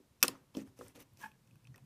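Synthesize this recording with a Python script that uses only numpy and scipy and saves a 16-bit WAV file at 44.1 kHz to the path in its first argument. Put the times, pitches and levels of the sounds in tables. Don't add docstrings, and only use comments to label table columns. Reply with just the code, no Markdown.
import sys
import numpy as np
from scipy import signal
from scipy.fft import rfft, irfft
from scipy.io import wavfile
from scipy.ndimage import uniform_filter1d

SR = 44100
rng = np.random.default_rng(int(sys.argv[2]) if len(sys.argv) > 2 else 0)


def gain_from_db(level_db):
    decades = np.asarray(level_db, float) / 20
    return 10 ** decades


def wrap_up_sound(samples):
    columns = np.atleast_2d(samples).T
    tamed = np.clip(columns, -1, 1)
    steps = np.round(tamed * 32767).astype(np.int16)
    wavfile.write(sys.argv[1], SR, steps)


N = 81585

# pitch_hz [Hz], level_db [dB]
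PEG_TONES = [(1200, -0.5), (1390, -1.5), (1950, -8.5), (2590, 4), (3130, -4), (3520, -5), (4700, -6.5),
             (5580, 1), (5960, 2.5), (8300, -4), (9300, -1), (11800, -2), (12800, -0.5), (14850, -1.5)]


def evened(x):
    return x / np.sqrt(np.mean(x ** 2) + 1e-20)


def read(points, hz):
    f, value = np.transpose(points)
    return np.interp(np.log(hz + 1), np.log(f + 1), value)


def add(mix, start_s, sound):
    part = mix[round(start_s * SR):][:len(sound)]
    part += sound[:len(part)]


def follow(curve):
    s, db = np.transpose(curve)
    return gain_from_db(np.interp(np.arange(N) / SR, s, db, left=-150, right=-150))


def colour(x, db_of):
    gain = gain_from_db(db_of(np.fft.rfftfreq(len(x), 1 / SR)))
    return irfft(rfft(x) * gain, len(x))


def resonate(x, hz, width_hz):
    turn = np.exp(2j * np.pi * np.cumsum(hz * np.ones(len(x))) / SR)
    r = np.exp(-np.pi * width_hz / SR)
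    smooth = signal.lfilter([1 - r], [1, -r], x / turn)
    return 2 * (turn * smooth).real


def ring(modes, top_hz, spread, detune, size):
    t = np.arange(size) / SR
    total = np.zeros(size)
    for (hz, db, t60_s), shift in zip(modes, detune):
        blow_db = -4.3 * (np.log2(hz / top_hz) / spread) ** 2
        fade = gain_from_db(db + blow_db - 60 * t / t60_s)
        total += fade * np.sin(2 * np.pi * hz * (1 + shift) * t)
    return total


def clicks(rows, body):
    size = 1024
    near, spread_out = np.zeros((2, N))
    t = np.arange(size) / SR
    modes = [(hz, db, .018 * (2500 / hz) ** .35) for hz, db in body]
    for start_s, db, top_hz, spread, contact_s in rows:
        def tone(f):
            return -6 * (np.log2((f + 20) / top_hz) / spread) ** 2

        rise = np.minimum(2 * t / contact_s, 1)
        detune = .008 * rng.standard_normal(len(body))
        rung = rise * ring(modes, top_hz, spread, detune, size + 8)[8:]
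        crack = rise * colour(rng.standard_normal(size), tone) * np.exp(-3 * t / (4 * contact_s))
        click = rung / abs(rung).max() + gain_from_db(-3) * crack / abs(crack).max()
        click *= gain_from_db(db) / abs(click).max()
        spike = np.zeros(size)
        spike[64] = 1
        flash = colour(spike, tone)
        flash *= np.linalg.norm(click) / np.linalg.norm(flash)
        add(near, start_s, click)
        add(spread_out, start_s, flash + 0.15 * click)
    return np.array([near, spread_out])


def snaps():
    snap_rows = [
        (.2277, -4.5, 7000, 1.6, .0009),
        (.2333, -9, 11500, 1.0, .0014),
        (.2342, -16, 2600, 1.3, .0016),
        (.2405, -26, 1100, 1.0, .004),
        (.2488, -29, 7000, 1.8, .002),
        (.2535, -33, 6000, .4, .001),
    ]
    return clicks(snap_rows, PEG_TONES)


def rebounds():
    rebound_rows = [
        (.2807, -20, 9500, 1.0, .0009),
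        (.2811, -22, 4500, 1.0, .0013),
        (.2855, -36, 1000, .55, .004),
        (.5492, -42, 3300, .5, .0015),
        (.352, -49, 1230, .2, .004),
        (.551, -50, 900, .3, .003),
        (.8112, -40, 1150, .35, .002),
        (1.781, -60, 800, .2, .005),
        (1.6715, -59, 3600, .2, .0012),
        (1.7432, -56, 1870, .15, .0025),
    ]
    shaft_tones = [(1050, -5), (1200, -6.5), (1900, -6), (2700, 2.5), (3130, 4), (3520, -12), (4250, -0.5),
                   (4710, -0.5), (5100, 4), (6180, -18), (8670, 4.5), (9740, 3.5), (10870, 2), (12730, -9)]
    return clicks(rebound_rows, shaft_tones)


def ticks():
    tick_rows = [(.2044, -54.5, 6010, 0.9), (0.211, -54.5, 8260, 2.5), (0.217, -53.5, 6450, 1.57),
                 (0.2198, -76, 9000, 1.6), (0.569, -41, 4820, 0.9), (0.7894, -48.5, 8983, 0.81),
                 (0.8815, -46, 8840, 0.33), (0.9591, -49.5, 5880, 2.6), (0.958, -73, 7870, 1.5),
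                 (1.0033, -47, 13000, 0.35), (1.023, -53, 12250, 0.28), (1.135, -63.5, 13000, 0.38),
                 (1.172, -51.5, 6950, 1.14), (1.3154, -57.5, 2920, 0.31), (1.475, -64, 3190, 0.65),
                 (1.51, -63, 2620, 0.12), (1.556, -63, 1450, 1.21), (1.652, -56.5, 2580, 0.3),
                 (1.671, -52.5, 2970, 1.17), (1.7427, -58, 1200, 0.68), (1.7589, -47.5, 5074, 3.07),
                 (1.7792, -56, 2600, 0.75), (1.778, -56, 10100, 0.39), (1.5101, -63.5, 9360, 0.53),
                 (1.473, -66, 6500, 0.724), (1.556, -60, 13220, .6), (1.316, -63.5, 8866, 0.634),
                 (1.644, -63, 6000, 1.3), (1.7425, -61, 5431, .4)]
    contact_s = .0012
    return clicks([(*row, contact_s) for row in tick_rows], PEG_TONES)


def table_knocks():
    knock_rows = [(.002, -55.5, 350, 0.25), (0.2336, -33.5, 300, 0.48), (.239, -31, 449, 0.37),
                  (0.253, -47.5, 492, 1.1), (0.285, -37, 324, 0.85), (0.326, -49.5, 260, 0.41),
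                  (.551, -41, 288, 0.74), (.5700, -30, 272, 0.54), (.584, -42, 490.4, 0.33),
                  (0.595, -40.5, 270, 0.17), (0.6173, -41.5, 241, 0.42), (.575, -40, 480, 0.31),
                  (0.7914, -45, 458, 0.77), (0.81, -43.5, 504, 0.65), (.826, -47, 436, 0.34),
                  (0.888, -57.5, 283, 0.29), (.957, -52.5, 335.6, 0.53), (0.978, -50.5, 303, 1.8),
                  (1.011, -53.5, 347, 0.49), (1.241, -51.5, 195.4, 0.26), (1.314, -64, 178.3, 0.28),
                  (0.846, -53.5, 111, 0.41), (1.134, -57.5, 119, 0.4), (0.678, -57.5, 108, 0.31),
                  (1.442, -65, 128.9, 0.31), (1.743, -60.5, 203, 1.184)]
    table_tones = [(60.4, -13, 0.12), (104, -1, 0.089), (212.7, -7.5, 0.15), (267.6, -0.5, 0.15),
                   (298.4, -2, 0.15), (372.9, -0.5, 0.074), (471.6, -0.5, 0.072), (499.7, 4, 0.023),
                   (777.8, -10.5, 0.052), (1010, -18.5, 0.046)]
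    size, push_s = 16000, .0015
    out = np.zeros(N)
    rise = 1 - np.exp(-np.arange(size) / SR / push_s)
    for start_s, db, top_hz, spread in knock_rows:
        rung = rise * ring(table_tones, top_hz, spread, np.zeros(len(table_tones)), size)
        add(out, start_s, gain_from_db(db) * rung / abs(rung).max())
    return out


def rubs():
    strokes = [
        (0.221, 0.032, -71, 18, 1.3),
        (0.254, 0.17, -63, -5, 1.4),
        (0.54, 0.1, -56.5, -3.5, 0.77),
        (0.649, 0.056, -69, -3.5, 0.67),
        (0.763, 0.18, -61.5, -2.5, 1.04),
        (0.946, 0.047, -57.5, -4.5, 1.07),
        (0.986, 0.057, -58, -2.5, 1.2),
        (1.152, 0.2, -58, -2, 3.74),
        (1.739, 0.078, -64.5, -7.5, 1.1),
    ]
    rub_body = [(500, 0.5), (1500, -2.65), (2600, 1.9), (4000, -4.5), (5800, 1.5), (7000, -0.4),
                (8500, -0.7), (13000, -1.6)]
    grains_per_s, grain_db, patch_db = 2500, 5, 2.5
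    size = gain_from_db(grain_db * np.minimum(rng.exponential(1, N), 3))
    grains = rng.standard_normal(N) * size * (rng.random(N) < grains_per_s / SR)
    grit = grains + 0.98 * rng.standard_normal(N)
    hz, _, z = signal.stft(grit, SR, nperseg=256)
    patches = uniform_filter1d(rng.standard_normal(z.shape), size=7, axis=0)
    patches = evened(uniform_filter1d(patches, size=6, axis=1))
    gain = gain_from_db(read(rub_body, hz)[:, None] + patch_db * patches)
    grit = signal.istft(z * gain, SR, nperseg=256)[1]
    out = np.zeros(N)
    for start_s, length_s, db, tilt, peaked in strokes:
        u = np.linspace(0, 1, round(length_s * SR))
        part = grit[round(start_s * SR):][:len(u)]
        part = colour(part, lambda f: tilt * np.log2((f + 300) / 4000))
        swell = abs(np.sin(np.pi * u ** 0.71)) ** peaked
        add(out, start_s, gain_from_db(db) * swell * evened(part))
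    return out


def creak():
    pressure = [
        (1.17, -79.5),
        (1.2, -87),
        (1.22, -55),
        (1.232, -52),
        (1.242, -41.5),
        (1.253, -57.5),
        (1.262, -48.5),
        (1.29, -69.5),
        (1.36, -83),
    ]
    creak_tones = [(878, 77, 5, .14), (1050, 100, -0.5, 0.068), (1674, 180, 3.5, -0.0236),
                   (2080, 450, -11, 0.011), (2480, 120, -9, 0.041), (2920, 240, -16, 0.064)]
    stretch_s = (1.21, 1.25)
    slips_per_s, slip_size = 275, 2.7
    strength = 0.23 + slip_size * (rng.random(N) < slips_per_s / SR)
    slips = rng.standard_normal(N) * strength
    slack = np.interp(np.arange(N) / SR, stretch_s, (1, 0))
    body = np.zeros(N)
    for hz, width_hz, db, raised in creak_tones:
        moving_hz = hz * (1 + raised * slack)
        once = resonate(slips, moving_hz, 1.03 * width_hz)
        body += gain_from_db(db) * evened(resonate(once, moving_hz, 0.96 * width_hz))
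    return follow(pressure) * evened(body)


def hum():
    hum_level = [(0.0, -67), (0.2, -105), (0.23, -48.5), (0.396, -71.5), (0.52, -71), (0.572, -63),
                 (0.644, -61), (0.994, -84.5), (1.034, -70), (1.128, -64), (1.334, -63.5), (1.374, -74.5),
                 (1.566, -52), (1.596, -71), (1.71, -45), (1.788, -66), (1.828, -50), (1.85, -49)]
    hum_hz, width_hz, trim_db = 130, 45, -6.5
    once = resonate(rng.standard_normal(N), hum_hz, width_hz)
    boom = evened(resonate(once, hum_hz, width_hz))
    return gain_from_db(trim_db) * follow(hum_level) * boom


def air():
    hiss_colour = [(15, -55), (25, -13), (153, -11), (818, -28.5), (911, -24.5), (1290, -30.5), (1520, -31),
                   (12900, -38), (16000, -44)]
    hiss = colour(rng.standard_normal(N), lambda f: read(hiss_colour, f))
    return gain_from_db(-70.5) * evened(hiss)


def room(x):
    echo_fade = [(300, 0.39), (1000, 0.39), (3000, 0.22), (7000, 0.14), (14000, 0.12)]
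    level_db, delay_s = -17.5, 0.0039
    echoes = np.zeros(SR // 2)
    at = np.arange(round(delay_s * SR), SR // 2 - 20, 10)
    echoes[at + rng.integers(0, 10, len(at))] = rng.choice([-1., 1.], len(at))
    hz, t, z = signal.stft(echoes, SR, nperseg=256)
    fade = gain_from_db(-60 * t / read(echo_fade, hz)[:, None])
    tail = signal.istft(z * fade, SR, nperseg=256)[1]
    return gain_from_db(level_db) * signal.fftconvolve(x, tail / np.linalg.norm(tail))[:N]


def scene():
    near, spread_out = snaps() + rebounds() + ticks()
    handling = table_knocks() + rubs()
    squeak = creak()
    echo = room(spread_out + handling + 0.37 * squeak)
    return (near + handling + squeak + echo + hum() + air())[None]


def roll_off(x):
    return signal.sosfilt(signal.butter(12, 16470, fs=SR, output="sos"), x)


def record(dry):
    low_cut = signal.butter(2, 45, "high", fs=SR, output="sos")
    x = signal.sosfilt(low_cut, dry)
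    x = signal.oaconvolve(x, signal.firwin(127, 15300, fs=SR)[None], "same")
    return roll_off(x)


dry = scene()
out = record(dry)
wrap_up_sound(out)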